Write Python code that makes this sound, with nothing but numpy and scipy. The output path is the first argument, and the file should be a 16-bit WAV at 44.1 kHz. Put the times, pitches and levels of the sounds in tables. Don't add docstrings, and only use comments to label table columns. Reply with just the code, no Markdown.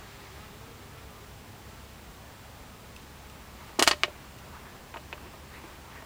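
import sys
import numpy as np
from scipy import signal
from scipy.fft import rfft, irfft
from scipy.io import wavfile
from scipy.ndimage import uniform_filter1d

SR = 44100
rng = np.random.default_rng(int(sys.argv[2]) if len(sys.argv) > 2 else 0)


def waveform_to_disk(signal):
    frames = np.transpose(np.atleast_2d(signal))
    scaled = np.clip(frames, -1, 1) * 32767
    samples = np.round(scaled).astype(np.int16)
    wavfile.write(sys.argv[1], SR, samples)


N = 266849
TIME_S = np.arange(N) / SR


def amp(db):
    return 10 ** (np.asarray(db) / 20)


def unit(x):
    return x / np.sqrt(np.mean(x ** 2) + 1e-20)


def burst(sound):
    return sound / np.sqrt(np.sum(sound ** 2) / (.01 * SR))


def log_lookup(table, x):
    axis, value = np.transpose(table)
    return np.interp(np.log(x + 1e-3), np.log(axis), value)


def add(mix, start_s, sound):
    part = mix[round(start_s * SR):][:len(sound)]
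    part += sound[:len(part)]


def fade(t, t60_s):
    return np.exp(-np.log(1000) * t / t60_s)


def swell(mid_s, width_s):
    return .5 ** (((TIME_S - mid_s) / (width_s / 2)) ** 2)


def drift(rate_hz):
    hz = np.fft.rfftfreq(2048, 1 / 200)
    slow = irfft(rfft(rng.standard_normal(2048)) * np.exp(-.5 * (hz / rate_hz) ** 2))
    return np.interp(TIME_S, np.arange(len(slow)) / 200, unit(slow))


def noise(colour, patchy_db, edge_hz=15850):
    hz = np.fft.rfftfreq(2048, 1 / SR)
    real, imag, patches = rng.standard_normal((3, N // 512 + 5, len(hz)))
    patches = unit(uniform_filter1d(uniform_filter1d(patches, size=6, axis=0), size=30, axis=1))
    spectra = (real + 1j * imag) * amp(log_lookup(colour, hz) + patchy_db * patches) * (hz < edge_hz)
    return unit(signal.istft(spectra.T, nperseg=2048, noverlap=1536)[1][:N])


def min_phase(gain):
    log_gain = np.log(np.maximum(np.r_[gain, gain[-2:0:-1]], 1e-5))
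    return np.fft.ifft(np.exp(np.conj(signal.hilbert(log_gain)))).real


def tone(hz, waver_hz, swell_db):
    gain = amp(swell_db * drift(1.4))
    cycles = np.cumsum(hz + waver_hz * drift(7.7)) / SR
    return unit(gain * np.sin(2 * np.pi * cycles))


def air(level_db=-49):
    # f/Hz, relative density/dB
    colour = [(16, -17), (30, -21), (45, -4), (62, 3), (90, -4.5), (160, -6.5), (230, -5.5), (300, -11),
              (600, -12), (1050, -13.5), (1700, -16.5), (2700, -19), (7000, -26), (12500, -31)]
    return amp(level_db) * noise(colour, patchy_db=.48)


def motor_drone(fading_hz=102, start_db=-55, fade_db_per_s=2):
    # f/Hz, level/dB
    lines = [(68, -57.5), (135.5, -61)]
    held = sum(amp(db) * tone(hz, waver_hz=2.53, swell_db=1.5) for hz, db in lines)
    return held + amp(start_db - fade_db_per_s * TIME_S) * tone(fading_hz, waver_hz=2.5, swell_db=1.5)


def electronics_whine():
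    # f/Hz, level/dB
    lines = [(7558, -74), (15140, -66.5)]
    return sum(amp(db) * tone(hz, waver_hz=12, swell_db=.3) for hz, db in lines)


def wings(beat_hz, overtones_db, flutter_db, harmonics):
    # harmonic number, level/dB
    spectrum = [(1, -7), (2, 0), (3, -10), (4, -5), (5, -9), (6, -4), (7, -13), (8, -11), (12, -17),
                (24, -28)]
    phase = 2 * np.pi * (np.cumsum(beat_hz) / SR + rng.random())
    out = np.zeros(N)
    for k in range(1, harmonics + 1):
        db = log_lookup(spectrum, k) + overtones_db * (k > 2) + flutter_db * np.tanh(drift(2))
        out += amp(db) * np.cos(k * phase)
    return np.sqrt(2) * out


def colony(level_db=-61, mean_hz=204, wander=.09, swell_db=2.5, bees=6):
    hum = np.zeros(N)
    for _ in range(bees):
        beat_hz = mean_hz * (1 + wander * drift(1.1))
        hum += wings(beat_hz, overtones_db=7, flutter_db=6.5, harmonics=7) * amp(swell_db * drift(3.5))
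    return amp(level_db) * unit(hum)


def near_bee(level_db=-59.5, nearest_s=.51, pass_s=.52, jitter=.003):
    # t/s, f/Hz
    beat_track = [(0.0, 220.3), (0.096, 197.7), (0.22, 205.9), (0.308, 182.9), (0.448, 219.0),
                  (0.52, 201.8), (0.612, 224.4), (0.726, 234.5), (0.838, 197.9), (1.03, 232.2),
                  (1.144, 204.8), (1.462, 215.6), (1.498, 205.4), (1.85, 229.7)]
    # mid t/s, width/s, overtone lift/dB
    turns = [(0, .3, 6), (0.408, 0.16, 12.5), (.97, .14, 12), (1.75, .25, 13)]
    cruise_hz, effort_db_per_hz, facing_away_db = 213, .1026, -7
    hidden_s, hidden_db_per_s = 1.83, 30
    beat_hz = np.interp(TIME_S, *np.transpose(beat_track))
    distance = np.hypot(1, (TIME_S - nearest_s) / pass_s)
    effort_db = effort_db_per_hz * (beat_hz - cruise_hz)
    shadow_db = hidden_db_per_s * np.maximum(TIME_S - hidden_s, 0)
    overtones_db = facing_away_db + sum(db * swell(mid_s, width_s) for mid_s, width_s, db in turns)
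    buzz = wings(beat_hz * (1 + jitter * drift(18)), overtones_db, flutter_db=2, harmonics=16)
    return amp(level_db + effort_db - shadow_db) / distance * buzz


def leaves():
    # mid t/s, width/s, level/dB
    puffs = [(.22, 0.96, -57.5), (3.68, .25, -61)]
    # f/Hz, relative level/dB
    colour = [(300, -22), (1500, 2), (4000, 1), (8000, -12), (16000, -17)]
    breeze = sum(amp(db) * swell(mid_s, width_s) for mid_s, width_s, db in puffs)
    return breeze * noise(colour, patchy_db=0)


def rush_and_rubs(floor_db=-67, grain_db=1.7):
    # mid t/s, width/s, level/dB
    swells = [(.25, .35, -58.5), (3.662, 0.12, -52), (4.22, 0.33, -58.5), (4.62, .28, -57.5),
              (5.273, 0.21, -56.5), (5.56, .07, -47.5), (5.68, .14, -48.5), (5.948, .16, -54.5)]
    # f/Hz, relative level/dB
    colour = [(60, -18), (200, -12), (340, 6.5), (480, 0), (720, -8), (900, 7), (1150, 3.5), (1400, -1.5),
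              (1650, 1.5), (2700, -2.5), (4000, -15.5), (8000, -24.5), (16000, -25)]
    envelope = amp(floor_db) + sum(amp(db) * swell(mid_s, width_s) for mid_s, width_s, db in swells)
    return envelope * amp(grain_db * drift(31)) * noise(colour, patchy_db=3.2)


def case_ticks(t60_s=.048, size=4096):
    # t/s, level/dB
    ticks = [(2.9642, -48), (3.299, -55), (4.387, -53.5)]
    # f/Hz, relative level/dB
    colour = [(700, -30), (2200, -3), (2750, 14), (3400, 2), (7500, -1.5), (12000, -9), (16000, -16)]
    out, t = np.zeros(N), np.arange(size) / SR
    snap = unit(signal.unit_impulse(size))
    response = min_phase(amp(log_lookup(colour, np.fft.rfftfreq(size, 1 / SR))))
    for start_s, db in ticks:
        rattle = unit(rng.standard_normal(size) * fade(t, t60_s))
        add(out, start_s, amp(db) * burst(signal.fftconvolve(snap + rattle, response)[:size]))
    return out


def contact_response(bright_hz, spot_hz, spot_db, size):
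    # f/Hz, relative level/dB
    colour = [(100, 13), (350, 2), (480, 1), (700, 1.5), (1200, 3.5), (1600, 5), (2300, 3), (3000, 6.5),
              (3500, 3.5), (4600, 3), (5200, 1.5), (7200, 1.5), (9000, -1), (16000, -9)]
    hz = np.fft.rfftfreq(size, 1 / SR) + 1
    resonance_db = spot_db / (1 + (np.log(hz / spot_hz) / .1) ** 2)
    low_cut_hz = 305 * (bright_hz / 1000) ** .27
    treble_loss = 1 + (hz / bright_hz) ** 5
    bass_loss = (1 + (low_cut_hz / hz) ** 4) * (1 + (200 / hz) ** 8)
    gain = amp(log_lookup(colour, hz) + resonance_db) / np.sqrt(treble_loss * bass_loss)
    return min_phase(gain)[:size // 4]


def case_clicks(firm_db=-18.5, build_s=.00067, detune=.0076, size=16384):
    # t/s, level/dB, treble corner/Hz, rattle re snap/dB, spot resonance/Hz, its lift/dB
    clicks = [(3.789, -23.5, 523, 15, 340, 0), (3.7942, -19.5, 9900, 4, 995, 10),
              (3.816, -23, 780, 5, 300, 2), (3.825, -14, 12700, -4.5, 342, 8),
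              (3.8674, -30, 5440, 5, 1310, 0), (3.8757, -11.5, 9000, -3.5, 4700, 1),
              (3.9117, -20.5, 4700, 1.5, 1900, 6), (3.9154, -24.5, 6000, -8, 4500, 13),
              (3.932, -34.5, 3000, 8, 403, 8), (4.0348, -18, 4180, -5, 2250, 7),
              (4.041, -38.5, 500, 15, 413, 3), (4.08, -41, 686, -5, 400, 7), (4.94, -38, 2400, 13, 860, 17),
              (4.9605, -38, 1240, 2, 1130, 1), (4.9702, -41.5, 2380, -3, 2780, 9.5),
              (5.1281, -35, 2160, -4.5, 2470, 9), (5.1315, -41, 2190, -2, 2630, 4),
              (5.179, -48, 1800, -5, 1150, 9), (5.337, -48, 1700, 12, 1190, 8),
              (5.641, -47, 1700, -1, 335, 11), (5.984, -49.5, 1900, 5, 1800, 15),
              (6.023, -45, 1600, 4, 627, 6)]
    # f/Hz, level/dB, t60/s
    modes = [(355, -11, .04), (668, -12, .05), (915, -15, .04), (1085, -14, .05), (1240, -14, .05),
             (1860, -16, .07), (2250, -16, .05), (2530, -18, .05), (2910, -16, .06), (4100, -16, .04),
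             (4720, -14, .04)]
    firm_t60_s, doubling_db = .067, 28
    hollow_hz, hollow_t60_s = 598, .22
    echo_db, echo_t60_s = -21, .3
    out, t = np.zeros(N), np.arange(size) / SR
    snap = unit(signal.unit_impulse(size))
    hollow = np.sqrt(2) * fade(t, hollow_t60_s) * np.sin(2 * np.pi * hollow_hz * t)
    for start_s, db, bright_hz, rattle_db, spot_hz, spot_db in clicks:
        force_db = db - firm_db
        rattle_t60_s = firm_t60_s * 2 ** (force_db / doubling_db)
        hollow_db = -20.5 - .25 * force_db
        early, late = rng.standard_normal((2, size)) * (1 - np.exp(-t / build_s))
        grip = 1 + detune * rng.standard_normal()
        ring = sum(amp(mode_db) * unit(fade(t, t60_s) * np.cos(2 * np.pi * (grip * hz * t + rng.random())))
                   for hz, mode_db, t60_s in modes)
        rattle = amp(rattle_db) * (unit(early * fade(t, rattle_t60_s)) + ring)
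        echo = amp(echo_db) * unit(late * fade(t, echo_t60_s))
        response = contact_response(bright_hz, spot_hz, spot_db, size)
        click = signal.fftconvolve(snap + rattle + echo, response)[:size]
        add(out, start_s, amp(db) * (burst(click) + amp(hollow_db) * hollow))
    return out


def scene():
    background = air() + motor_drone() + electronics_whine()
    garden = near_bee() + colony() + leaves()
    close = case_clicks() + case_ticks() + rush_and_rubs()
    return (background + garden + close)[None]


def record(dry, ceiling=.72, edge_hz=16300):
    rounded = dry / (1 + (dry / ceiling) ** 6) ** (1 / 6)
    low_pass = signal.firwin(511, edge_hz, window=("kaiser", 9), fs=SR)
    return signal.oaconvolve(rounded, low_pass[None], "same")


dry = scene()
out = record(dry)
waveform_to_disk(out)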